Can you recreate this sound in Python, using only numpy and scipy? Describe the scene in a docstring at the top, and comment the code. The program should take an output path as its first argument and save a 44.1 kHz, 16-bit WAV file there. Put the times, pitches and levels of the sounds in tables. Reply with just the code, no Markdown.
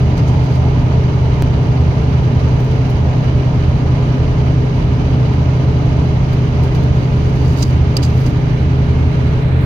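"""Highway cruise from inside the car

A phone is held near the side window. Wheels, drive shaft and engine drone in beating tones over
the rumble of the road and the rush of air. The hand cups the right microphone, so it hisses
brighter; fingers scuff the case at point-blank range, and once the sound jumps with a sharp click."""
import sys
import numpy as np
from scipy import signal
from scipy.fft import rfft, irfft
from scipy.io import wavfile

SR = 44100
rng = np.random.default_rng(int(sys.argv[2]) if len(sys.argv) > 2 else 0)


def master_out(mix):
    """Clip the mix to full scale and print it as 16-bit PCM to the path in sys.argv[1]."""
    frames = np.transpose(np.atleast_2d(mix))
    ceiling = np.clip(frames, -1, 1)
    pcm = np.round(ceiling * 32767).astype(np.int16)
    wavfile.write(sys.argv[1], SR, pcm)


N = 425565
TIME = np.arange(N) / SR
FREQS = np.maximum(np.arange(N // 2 + 1) * SR / N, 1)
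SIDES = np.array([[1], [-1]])  # left, right microphone


# Turning parts, heard from the seat: (order [cycles per turn], level [dB], waver [0-1])
SHAFT_ORDERS = [(1, -27.5, 0), (2, -15.5, .1)]
WHEEL_ORDERS = [(6, -23, 0.14), (7, -35.5, 0.18), (9, -24, 0.15), (12, -22, 0.21), (14, -41, 0.82),
                (15, -36, 0.27)]
ENGINE_ORDERS = [(2, -22.5, 0.2), (3.5, -32.5, .3), (4, -32.5, 0.8), (10, -34, 0.1)]
# Gears and belts: (pitch at mean speed [Hz], level [dB], waver [0-1], left minus right [dB])
WHINES = [(254.3, -36.5, 0.8, 0), (443.5, -41.5, 0.9, 14.5), (589.6, -45.5, 0.7, -3.5), (1245, -56, 1, 2.5)]
SHAFT_HZ, SHAFT_RISE_HZ_PER_S = 63.575, .0625  # the car gathers speed very gently
WHEEL_PER_SHAFT, ENGINE_PER_SHAFT = .2034, .6365

def drivetrain():
    """Shaft, wheels and engine are geared together; their close orders beat in the cabin."""
    shaft_hz = SHAFT_HZ + SHAFT_RISE_HZ_PER_S * TIME
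    turns = np.cumsum(shaft_hz) / SR
    parts = (1, SHAFT_ORDERS), (WHEEL_PER_SHAFT, WHEEL_ORDERS), (ENGINE_PER_SHAFT, ENGINE_ORDERS)
    drone = np.zeros((2, N))
    for ratio, orders in parts:
        for order, db, waver in orders:
            drone += rotating_tone(turns * ratio * order, db, waver, waver_hz=4.1)
    pace = np.cumsum(shaft_hz / shaft_hz.mean()) / SR
    for hz, db, waver, pan_db in WHINES:
        drone += rotating_tone(hz * pace, db, waver, waver_hz=6.2) * pan(pan_db)
    return drone


def rotating_tone(cycles, db, waver, waver_hz):
    """A rotating force whose strength and phase wander with the load."""
    wander = 1 + waver * (walk(waver_hz) + 1j * walk(waver_hz)) / np.sqrt(2)
    wave = wander * np.exp(2j * np.pi * (cycles + rng.random()))
    return undb(db) * np.real(wave) * np.sqrt(2 / (1 + waver ** 2))


# Tyre rumble, coming through floor and doors: (frequency [Hz], density [dB per Hz])
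RUMBLE = [(12, -56), (23, -48), (33, -43.5), (42, -39), (51, -41.5), (68, -37.5), (100, -37.5), (140, -45),
          (200, -46), (290, -46), (350, -53), (430, -52.5), (600, -66.5)]
# Tread roar on the asphalt below: (frequency [Hz], density before the tread gain [dB per Hz])
TREAD = [(250, -75), (420, -61), (560, -57.5), (700, -57.5), (880, -58), (1020, -60.5), (1120, -71.5),
         (1230, -68), (1450, -80.5)]
TREAD_GAIN_DB, TREAD_EASE_DB_PER_S = .46, .24
SMOOTH_ROAD_S, SMOOTH_FADE_S, SMOOTH_DROP_DB = 7.74, .3, 1.5

def road():
    """Rough asphalt shakes the body; the tread roars in patches, eases, then drops on smoother road."""
    rumble = cabin_noise(RUMBLE) * undb(.3 * walk(8))
    tread_db = TREAD_GAIN_DB - TREAD_EASE_DB_PER_S * TIME
    tread_db -= SMOOTH_DROP_DB * ramp(SMOOTH_ROAD_S, SMOOTH_FADE_S)
    tread = cabin_noise(TREAD) * undb(tread_db + .96 * walk(17))
    return rumble + tread


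# Air just outside the window: (frequency [Hz], density before the gain [dB per Hz])
WIND = [(300, -70.5), (600, -61.5), (850, -69), (1200, -64), (1500, -68.5), (2200, -71.5), (3000, -78),
        (4000, -83.5), (6000, -91), (7500, -98), (8600, -95.5), (9500, -99), (11000, -99.5), (13000, -103),
        (16000, -105)]

def air(gain_db):
    """Air rushes round the body; turbulence along the glass makes it flutter."""
    return cabin_noise(WIND) * undb(gain_db + .5 * walk(29) + .5 * walk(47))


# Scratch of skin and ring of the case, right at the microphones: (frequency [Hz], relative level [dB])
SCRATCH = [(1500, -19.5), (3500, -4.5), (7000, -7), (9000, -5.5), (11000, -3), (14000, -3.5), (16000, -6.5)]
CASE_RING = [(1500, -12), (3000, -4), (3800, -6), (4400, -4), (4780, 6.5), (5150, -3), (5900, -8),
             (6500, -5), (8200, -4), (9500, -12), (13000, -25)]

def fingers():
    """Each scuff is a swell of tiny slips: a bright scratch and the short ring of the case."""
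    scratch_force, ring_force = np.zeros((2, 2, N))
    for contacts, pan_db in ((brushes(), -.5), (slides(), 1), (snaps(), .5)):
        for force, ring_db in contacts:
            scratch_force += pan(pan_db) * force
            ring_force += pan(pan_db) * force * undb(ring_db)
    slips = undb(3.5 * walk(500))
    slips /= np.sqrt(np.mean(slips ** 2))
    scuffs = np.zeros((2, N))
    for force, spectrum in ((scratch_force, SCRATCH), (ring_force, CASE_RING)):
        colour = contour(spectrum)
        colour /= np.sqrt(np.mean(colour ** 2))
        friction = force * slips * rng.standard_normal((2, N))
        scuffs += irfft(rfft(friction) * colour, N)
    return scuffs


# Light touches on the phone: (peak time [s], level [dB], ring over scratch [dB])
BRUSHES = [(.18, -50.5, 5), (.282, -50, 7), (.44, -51.5, 2), (.555, -57, -4), (2.604, -51, -9),
           (2.645, -50, -12), (2.712, -51, -9), (2.9, -45, -20), (6.331, -50, -8), (6.636, -44.5, -2.5),
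           (6.751, -45, -7), (6.833, -48, -10), (7.705, -51, -2)]

def brushes():
    """Fingertips graze the case; yields each force and its ring."""
    for peak_s, db, ring_db in BRUSHES:
        yield undb(db) * touch(peak_s, rise_s=.0045, decay_s=.014), ring_db


# Rubs along the case: (start [s], end [s], final level [dB], ring over scratch [dB])
SLIDES = [(.15, .55, -60, 6), (6.9, 7.612, -48, 2.5), (7.93, 8.23, -50, -4), (9.61, 9.64, -48.5, -14)]

def slides(swell_s=.095, release_s=.06, jerk_db=3, jerk_hz=22):
    """A sliding finger presses ever harder, in small jerks, until it lets go."""
    for start, end, db, ring_db in SLIDES:
        pressure = (TIME > start) / (1 + np.maximum(end - TIME, 0) / swell_s)
        release = np.exp(-np.maximum(TIME - end, 0) / release_s)
        yield pressure * release * undb(db + jerk_db * walk(jerk_hz)), ring_db


# Close snaps: (peak time [s], level [dB], ring over scratch [dB], rise [s], decay [s])
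SNAPS = [(7.63, -32, 9, .004, .0038), (7.969, -26, 7, .0007, .0032), (8.031, -41, 12, .003, .018),
         (8.266, -45.5, 7.5, .004, .009)]

def snaps():
    """The finger catches and the case snaps."""
    for peak_s, db, ring_db, rise_s, decay_s in SNAPS:
        yield undb(db) * touch(peak_s, rise_s, decay_s), ring_db


def touch(peak_s, rise_s, decay_s):
    """A force that swells to its peak and dies away."""
    age = TIME - peak_s
    fall = np.maximum(-age / rise_s, age / decay_s)
    return np.exp(-np.minimum(fall, 20))


def click(at_s, db, decay_s):
    """The sound jumps from one sample to the next, alike on both sides, and settles."""
    age = TIME - at_s
    return -undb(db) * (age >= 0) * np.exp(-abs(age) / decay_s)


# Hand over the right microphone, loosely and tightly cupped: (frequency [Hz], gain [dB])
HOLLOW_LOOSE = [(1400, 0), (2100, 3.5), (2700, 8), (3050, 10), (3350, 6.5), (4150, 11), (4400, 9.5),
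                (4720, 12.9), (5050, 9.5), (6400, 13.8), (6750, 11), (7200, 0), (8600, -4), (11000, -1.5),
                (15000, -.5)]
HOLLOW_TIGHT = [(1200, -0.5), (1700, 6.5), (2400, 8), (3200, 5.5), (4000, 11.5), (5000, -2.5), (7000, 0),
                (15000, 0)]
# The grip closes in two squeezes: (middle [s], length [s], added tightness [0-1])
SQUEEZES = [(8.3, 1.8, .33), (9.41, .12, .57)]

def cupped_hand(sound):
    """The hollow of the hand rings at the right microphone, lower as the grip closes."""
    left, right = sound
    tightness = sum(amount * ramp(middle, length) for middle, length, amount in SQUEEZES)
    loose = irfft(rfft(right) * undb(across(HOLLOW_LOOSE)), N)
    tight = irfft(rfft(right) * undb(across(HOLLOW_TIGHT)), N)
    return np.array([left, loose + tightness * (tight - loose)])


def glass_echoes(sound, echo_db, decay_s, count=40):
    """Reflections from nearby windows and dashboard comb the sound, differently on each side."""
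    lags_s = rng.uniform(.001, .016, (2, count))
    sizes = rng.standard_normal((2, count)) * np.exp(-lags_s / decay_s)
    sizes *= undb(echo_db) / np.linalg.norm(sizes, axis=1, keepdims=True)
    echoes = np.array([np.bincount((lag * SR).astype(int), size, N) for lag, size in zip(lags_s, sizes)])
    # only short waves are thrown back by such small panes
    reflected = FREQS ** 2 / (FREQS ** 2 + 900 ** 2)
    comb = (1 + reflected * rfft(echoes)) / np.sqrt(1 + (reflected * undb(echo_db)) ** 2)
    return irfft(rfft(sound) * comb, N)


# Likeness of the cabin noise at the two microphones: (frequency [Hz], correlation [-1 to 1])
LIKENESS = [(30, .995), (170, 0.89), (300, 0.94), (400, 0.57), (470, 0.28), (590, 0.84), (800, 0.13),
            (970, 0.41), (1200, -0.34), (2000, -0.15), (3500, 0.059), (8000, -.15), (15000, -.1)]

def cabin_noise(spectrum):
    """Stereo noise of the given density; long waves reach both microphones alike."""
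    likeness = across(LIKENESS)
    mid, side = rfft(rng.standard_normal((2, N)))
    pair = mid * np.sqrt(1 + likeness) + SIDES * side * np.sqrt(1 - likeness)
    return irfft(pair * contour(spectrum) * np.sqrt(SR) / 2, N)


def undb(db):
    """Decibels to gain."""
    return 10 ** (np.asarray(db) / 20)


def pan(db):
    """A pair of gains, the left db above the right."""
    return undb(SIDES * db / 2)


def across(points):
    """Points joined on a log-frequency axis."""
    hz, value = np.transpose(points)
    return np.interp(np.log(FREQS), np.log(hz), value)


def contour(points):
    """Gain over frequency, falling 24 dB an octave outside the points."""
    beyond = FREQS / np.clip(FREQS, points[0][0], points[-1][0])
    return undb(across(points)) * np.minimum(beyond, 1 / beyond) ** 4


def walk(rate_hz):
    """A smooth random drift of spread 1 that changes about rate_hz times a second."""
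    slow = irfft(rfft(rng.standard_normal(N)) * np.exp(-(FREQS / rate_hz) ** 2), N)
    return (slow - slow.mean()) / slow.std()


def ramp(middle_s, length_s):
    """An even change from 0 to 1."""
    return np.clip(.5 + (TIME - middle_s) / length_s, 0, 1)


def scene():
    """At the side window: drone, road and air fill the cabin; the fingers sound right at the phone."""
    rush = glass_echoes(road() + air(gain_db=.46), echo_db=-11.5, decay_s=.016)
    return cupped_hand(drivetrain() + rush + fingers())


def record(dry):
    """The phone: bass a little louder and later on the right, one click, rounded peaks, the top cut."""
    bass_db = 2.1 / (1 + (FREQS / 90) ** 4)
    lag_rad = .14 / (1 + (FREQS / 1500) ** 2)
    heard = irfft(rfft(dry) * pan(-bass_db) * np.exp(.5j * SIDES * lag_rad), N)
    heard += click(at_s=1.4233, db=-6.5, decay_s=.0008)
    rounded = heard / (1 + (heard / .97) ** 10) ** (1 / 10)
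    lowpass = signal.ellip(10, .1, 70, 15800, fs=SR, output="sos")
    return signal.sosfilt(lowpass, rounded)


dry = scene()
out = record(dry)
master_out(out)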